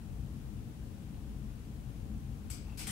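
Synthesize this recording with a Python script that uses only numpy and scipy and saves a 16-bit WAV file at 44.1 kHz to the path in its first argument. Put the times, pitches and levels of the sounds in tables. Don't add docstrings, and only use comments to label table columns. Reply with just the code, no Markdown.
import sys
import numpy as np
from scipy import signal
from scipy.fft import rfft, irfft
from scipy.io import wavfile

SR = 44100
rng = np.random.default_rng(int(sys.argv[2]) if len(sys.argv) > 2 else 0)


def level_to_linear(level):
    exponent = np.asarray(level, float) / 20
    return 10 ** exponent


def output_pcm(signal):
    pcm = np.clip(np.atleast_2d(signal).T, -1, 1) * 32767
    wavfile.write(sys.argv[1], SR, np.round(pcm).astype(np.int16))


N = 128331


def at_hz(points, hz):
    table_hz, values = np.array(points).T
    return np.interp(np.log(np.maximum(hz, 1)), np.log(table_hz), values)


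def rms_one(x):
    return x / np.sqrt(np.mean(x ** 2) + 1e-20)


def resonate(x, hz, width_hz):
    r = np.exp(-np.pi * width_hz / SR)
    b = [(1 - r * r) / 2, 0, (r * r - 1) / 2]
    a = [1, -2 * r * np.cos(2 * np.pi * hz / SR), r * r]
    return signal.lfilter(b, a, x + 1e-18)


# (time [s], level [dB], chatter length [s])
CONTACTOR_HITS = [
    (2.867, -46, 0.0015),
    (2.869, -32.5, 0.0075),
    (2.883, -49, 0.012),
    (2.894, -40, .006),
    (2.904, -50, 0.0021),
    (2.908, -36, 0.0033),
]
# (frequency [Hz], width [Hz], left level [dB], right level [dB])
CONTACTOR_BODY = [(770, 95, -6, -15), (950, 130, -10, -13), (1130, 140, -5.5, -13), (1570, 450, -6, -8),
                  (1980, 300, -2, -10), (2440, 300, -15, -14), (3200, 150, -5, 0), (4000, 1000, -2.5, -9),
                  (5270, 1200, -0.5, -3.5), (7460, 530, 4.5, -8), (8500, 430, 3, -6), (9500, 570, 5.5, -9),
                  (10300, 680, 2.5, -5.5), (13000, 3300, 0, -9)]


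def contactor():
    return struck(CONTACTOR_HITS, CONTACTOR_BODY, direct_db=21.0, echo_db=0.0)


# (time [s], level [dB], chatter length [s])
SLAMS = [
    (2.8685, -34.5, .003),
    (2.8715, -36.5, 0.0016),
    (2.905, -39.5, 0.0035),
]
# (frequency [Hz], width [Hz], left level [dB], right level [dB])
CORE_BODY = [(2300, 200, -4, 0), (2620, 200, -1, 0), (3080, 260, -2, -3), (8800, 2500, -8, -16)]


def armature_slams():
    return struck(SLAMS, CORE_BODY, direct_db=23, echo_db=-26)


# (time [s], level [dB], chatter length [s])
SNAPS = [
    (2.9082, -51, .0006),
]
# (frequency [Hz], width [Hz], left level [dB], right level [dB])
SNAP_BODY = [(9500, 2000, -11, -9), (12100, 1800, 18, 5), (14500, 2500, -2, -7)]


def auxiliary_snap():
    return struck(SNAPS, SNAP_BODY, direct_db=26, echo_db=-6.0)


# (time [s], level [dB], chatter length [s])
RELAY_HITS = [
    (2.499, -43, 0.0018),
    (2.502, -40.5, 0.0071),
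    (2.509, -43, 0.0051),
    (2.53, -44, 0.012),
]
# (frequency [Hz], width [Hz], left level [dB], right level [dB])
RELAY_BODY = [(1000, 400, -11, -20), (1520, 240, -14.5, -17), (2270, 270, -8, -11.5), (3330, 660, -6, -14),
              (4740, 400, 0, -9.5), (5230, 400, -0.5, -7), (5960, 1200, 1.5, -7), (7930, 420, 5.5, -9),
              (9000, 520, 1.5, -17), (10400, 1000, 1, -8), (12500, 1800, -0.5, -8), (14900, 2000, -5, -16)]


def small_relay():
    return struck(RELAY_HITS, RELAY_BODY, direct_db=20.0, echo_db=0.5)


# (time [s], level [dB], chatter length [s])
PINGS = [
    (2.5012, -36, .003),
    (2.5085, -38, .002),
    (2.5135, -46, .002),
]
# (frequency [Hz], width [Hz], left level [dB], right level [dB])
SPRING_BODY = [(7760, 300, 4.5, -17), (8800, 400, 1, -19)]


def spring_pings():
    return struck(PINGS, SPRING_BODY, direct_db=25.5, echo_db=-20)


# (time [s], level [dB], chatter length [s])
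LATCH_HITS = [
    (2.7735, -43.5, 0.0014),
    (2.776, -40.5, 0.0092),
    (2.789, -37.5, 0.009),
    (2.799, -39.5, 0.014),
    (2.808, -42.5, 0.015),
    (2.824, -44.5, 0.0084),
]
# (frequency [Hz], width [Hz], left level [dB], right level [dB])
LATCH_BODY = [(915, 480, -10.5, -17), (1510, 120, -11.5, -17), (2240, 500, -8, -9.5),
              (3130, 840, -4.5, -7.5), (4340, 990, -0.5, -8.5), (5210, 420, 1, -7), (6300, 1800, -1.5, -10),
              (8050, 600, 3, -10), (9550, 1200, 0.5, -10), (11260, 710, -3, -8), (13200, 1500, -2.5, -13),
              (15100, 1300, -10, -15)]


def second_relay():
    return struck(LATCH_HITS, LATCH_BODY, direct_db=22.5, echo_db=3.0)


# (time [s], level [dB], chatter length [s])
KNOCKS = [
    (2.4995, -43.5, 0.0027),
    (2.513, -46, 0.0047),
    (2.774, -56, 0.0025),
    (2.886, -48, .004),
    (2.892, -39, .005),
    (2.904, -49, 0.0045),
]
# (frequency [Hz], width [Hz], left level [dB], right level [dB])
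FRAME_BODY = [(1390, 200, 3, -6), (2150, 490, -14, 1), (2840, 880, -4, 4)]


def armature_knocks():
    return struck(KNOCKS, FRAME_BODY, direct_db=24.5, echo_db=-11)


# (time [s], level [dB], chatter length [s])
CREAKS = [
    (2.664, -63, .008),
    (2.68, -56.5, 0.016),
    (2.696, -54.5, 0.014),
    (2.719, -56.5, 0.014),
]
# (frequency [Hz], width [Hz], left level [dB], right level [dB])
DOOR_BODY = [(870, 160, 6.5, -5), (2670, 170, 4, -4), (4200, 1400, -4, -14)]


def door_creaks():
    return struck(CREAKS, DOOR_BODY, direct_db=30.5, echo_db=-6.0)


# (time [s], level [dB], chatter length [s])
TICKS = [
    (1.1452, -60, .0003),
]
# (frequency [Hz], width [Hz], left level [dB], right level [dB])
TICK_BODY = [(1400, 300, 1, -9), (2850, 350, 0, -11), (4200, 500, -5, -15)]


def door_tick():
    return struck(TICKS, TICK_BODY, direct_db=34, echo_db=-14)


def struck(hits, body, direct_db, echo_db):
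    chatter_per_s, chatter_spread_db, onset_s = 3600, 2.5, 0.001
    touch_detune, touch_spread_db = 0.008, 1.5
    out = np.zeros((2, N + SR))
    t = np.arange(SR // 3) / SR
    for s, db, length in hits:
        size = level_to_linear(chatter_spread_db * np.minimum(rng.exponential(1, len(t)), 4))
        size = size * rng.choice([-1, 1], len(t))
        clicks = size * ((rng.random(len(t)) < chatter_per_s / SR) | (t == 0))
        force = clicks * (1.2 - np.exp(-t / onset_s)) * np.exp(-t / length)
        force = level_to_linear(db) * force / np.sqrt(np.sum(force ** 2))

        ring = np.zeros((2, len(t)))
        for k, (hz, width, left_db, right_db) in enumerate(body):
            detune = touch_detune * rng.standard_normal()
            vary_db = touch_spread_db * rng.standard_normal()
            mode = resonate(t == 0, hz * (1 + detune), width) * np.sqrt(SR / 100 / width)
            ring += (-1) ** k * level_to_linear(np.array([[left_db], [right_db]]) + vary_db) * mode

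        paths = level_to_linear(direct_db) * force + level_to_linear(db + echo_db) * shaft(length)
        heard = signal.fftconvolve(ring, paths, axes=1)[:, :len(t)]
        start = int(s * SR)
        out[:, start:start + len(t)] += heard
    return out[:, :N]


# (frequency [Hz], time to fall 60 dB [s])
SHAFT_T60 = [(700, 0.63), (2500, 0.7), (5000, 0.47), (9000, 0.26), (15000, 0.18)]


def shaft(length):
    build_s, early_db, early_s = 0.0023, 2.5, 0.092
    t = np.arange(SR // 3) / SR
    edges = 400 * 2 ** np.arange(0, 5.6, .5)
    white = rng.standard_normal((2, 2, len(t)))
    tail = np.zeros((2, len(t)))
    for k, (lo, hi) in enumerate(zip(edges, edges[1:])):
        band = signal.butter(2, [lo, hi], "band", fs=SR, output="sos")
        decay = level_to_linear(-60 * t / at_hz(SHAFT_T60, np.sqrt(lo * hi)))
        tail += signal.sosfilt(band, white[k % 2]) * decay
    build = (1 - np.exp(-t / build_s)) * np.sqrt(1 - np.exp(-2 * t / length))
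    return tail * build * level_to_linear(early_db * np.exp(-t / early_s))


# (frequency [Hz], density [dB per Hz])
DEEP = [(12, -27), (22, -31), (48, -2.5), (124, -7.5), (200, -14.5), (300, -33)]
# (time [s], level [dB])
SWELL = [(0, -2), (.17, 2.5), (.42, -1), (.57, 2), (.72, -1.5), (1, -1), (1.3, 0.5), (1.62, -1),
         (1.85, -0.5), (2.15, 3.5), (2.25, 0.5), (2.45, 0), (2.7, -1), (2.91, 1.5)]


def building_rumble():
    swell = level_to_linear(np.interp(np.arange(N) / SR, *np.transpose(SWELL)))
    return swell * (floor(DEEP, -45) + booms())


# (frequency [Hz], width [Hz], level [dB])
BOOMS = [(49.4, 28.3, -48), (128.8, 14, -51.5), (215.8, 23, -54.5), (307, 12.6, -65.5), (435, 3.7, -74),
         (548.4, 3, -75.5), (715, 8.7, -78), (786, 7.8, -76.5), (188, 7.8, -63)]


def booms():
    white = irfft(stereo_noise()[1], N)
    out = np.zeros((2, N))
    for hz, width, db in BOOMS:
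        narrow = resonate(resonate(white, hz, width), hz, width)
        out += level_to_linear(db) * rms_one(narrow)
    return out


# (frequency [Hz], density [dB per Hz])
RUMBLE = [(90, -47), (200, -14.5), (306, -16), (354, -26.5), (424, -24.5), (507, -30), (1500, -39),
          (1950, -45), (3300, -120)]


def steady_drone():
    return floor(RUMBLE, -54)


# (frequency [Hz], density [dB per Hz])
HISS = [(710, -9), (1200, -7.5), (2680, -3), (4360, -8), (11700, -9.5), (15200, -15), (16000, 1.5)]


def microphone_hiss():
    return floor(HISS, -64)


def floor(spectrum, level_db):
    hz, pair = stereo_noise()
    inside = (hz > spectrum[0][0]) & (hz < spectrum[-1][0])
    coloured = irfft(pair * level_to_linear(at_hz(spectrum, hz)) * inside, N)
    return level_to_linear(level_db) * rms_one(coloured)


# (frequency [Hz], left-right likeness [0 to 1])
LIKENESS = [(30, 0.49), (65, 0.87), (130, 0.97), (260, 0.92), (550, 0.61), (1200, 0), (15000, .0)]
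# (frequency [Hz], left over right [dB])
LEAN = [(60, 5), (180, 8), (550, 3.5), (1650, 4.5), (4970, 6), (15000, 5)]


def stereo_noise():
    hz = np.arange(N // 2 + 1) * SR / N
    mid, side = rfft(rng.standard_normal((2, N)))
    alike = np.clip(at_hz(LIKENESS, hz), 0, 1)
    signs = np.array([[1], [-1]])
    pair = np.sqrt(1 + alike) * mid + np.sqrt(1 - alike) * side * signs
    return hz, pair * level_to_linear(at_hz(LEAN, hz) / 2 * signs)


def scene():
    switchgear = contactor() + armature_slams() + auxiliary_snap()
    switchgear += small_relay() + spring_pings() + second_relay() + armature_knocks()
    doors = door_creaks() + door_tick()
    background = building_rumble() + steady_drone() + microphone_hiss()
    return switchgear + doors + background


def band_limit(x):
    return signal.sosfilt(signal.butter(12, 15750, fs=SR, output="sos"), x)


def record(dry):
    top_hz = 15750
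    hz = np.arange(N // 2 + 1) * SR / N
    mix = irfft(rfft(dry) * (hz < top_hz), N)
    return band_limit(mix)


dry = scene()
out = record(dry)
output_pcm(out)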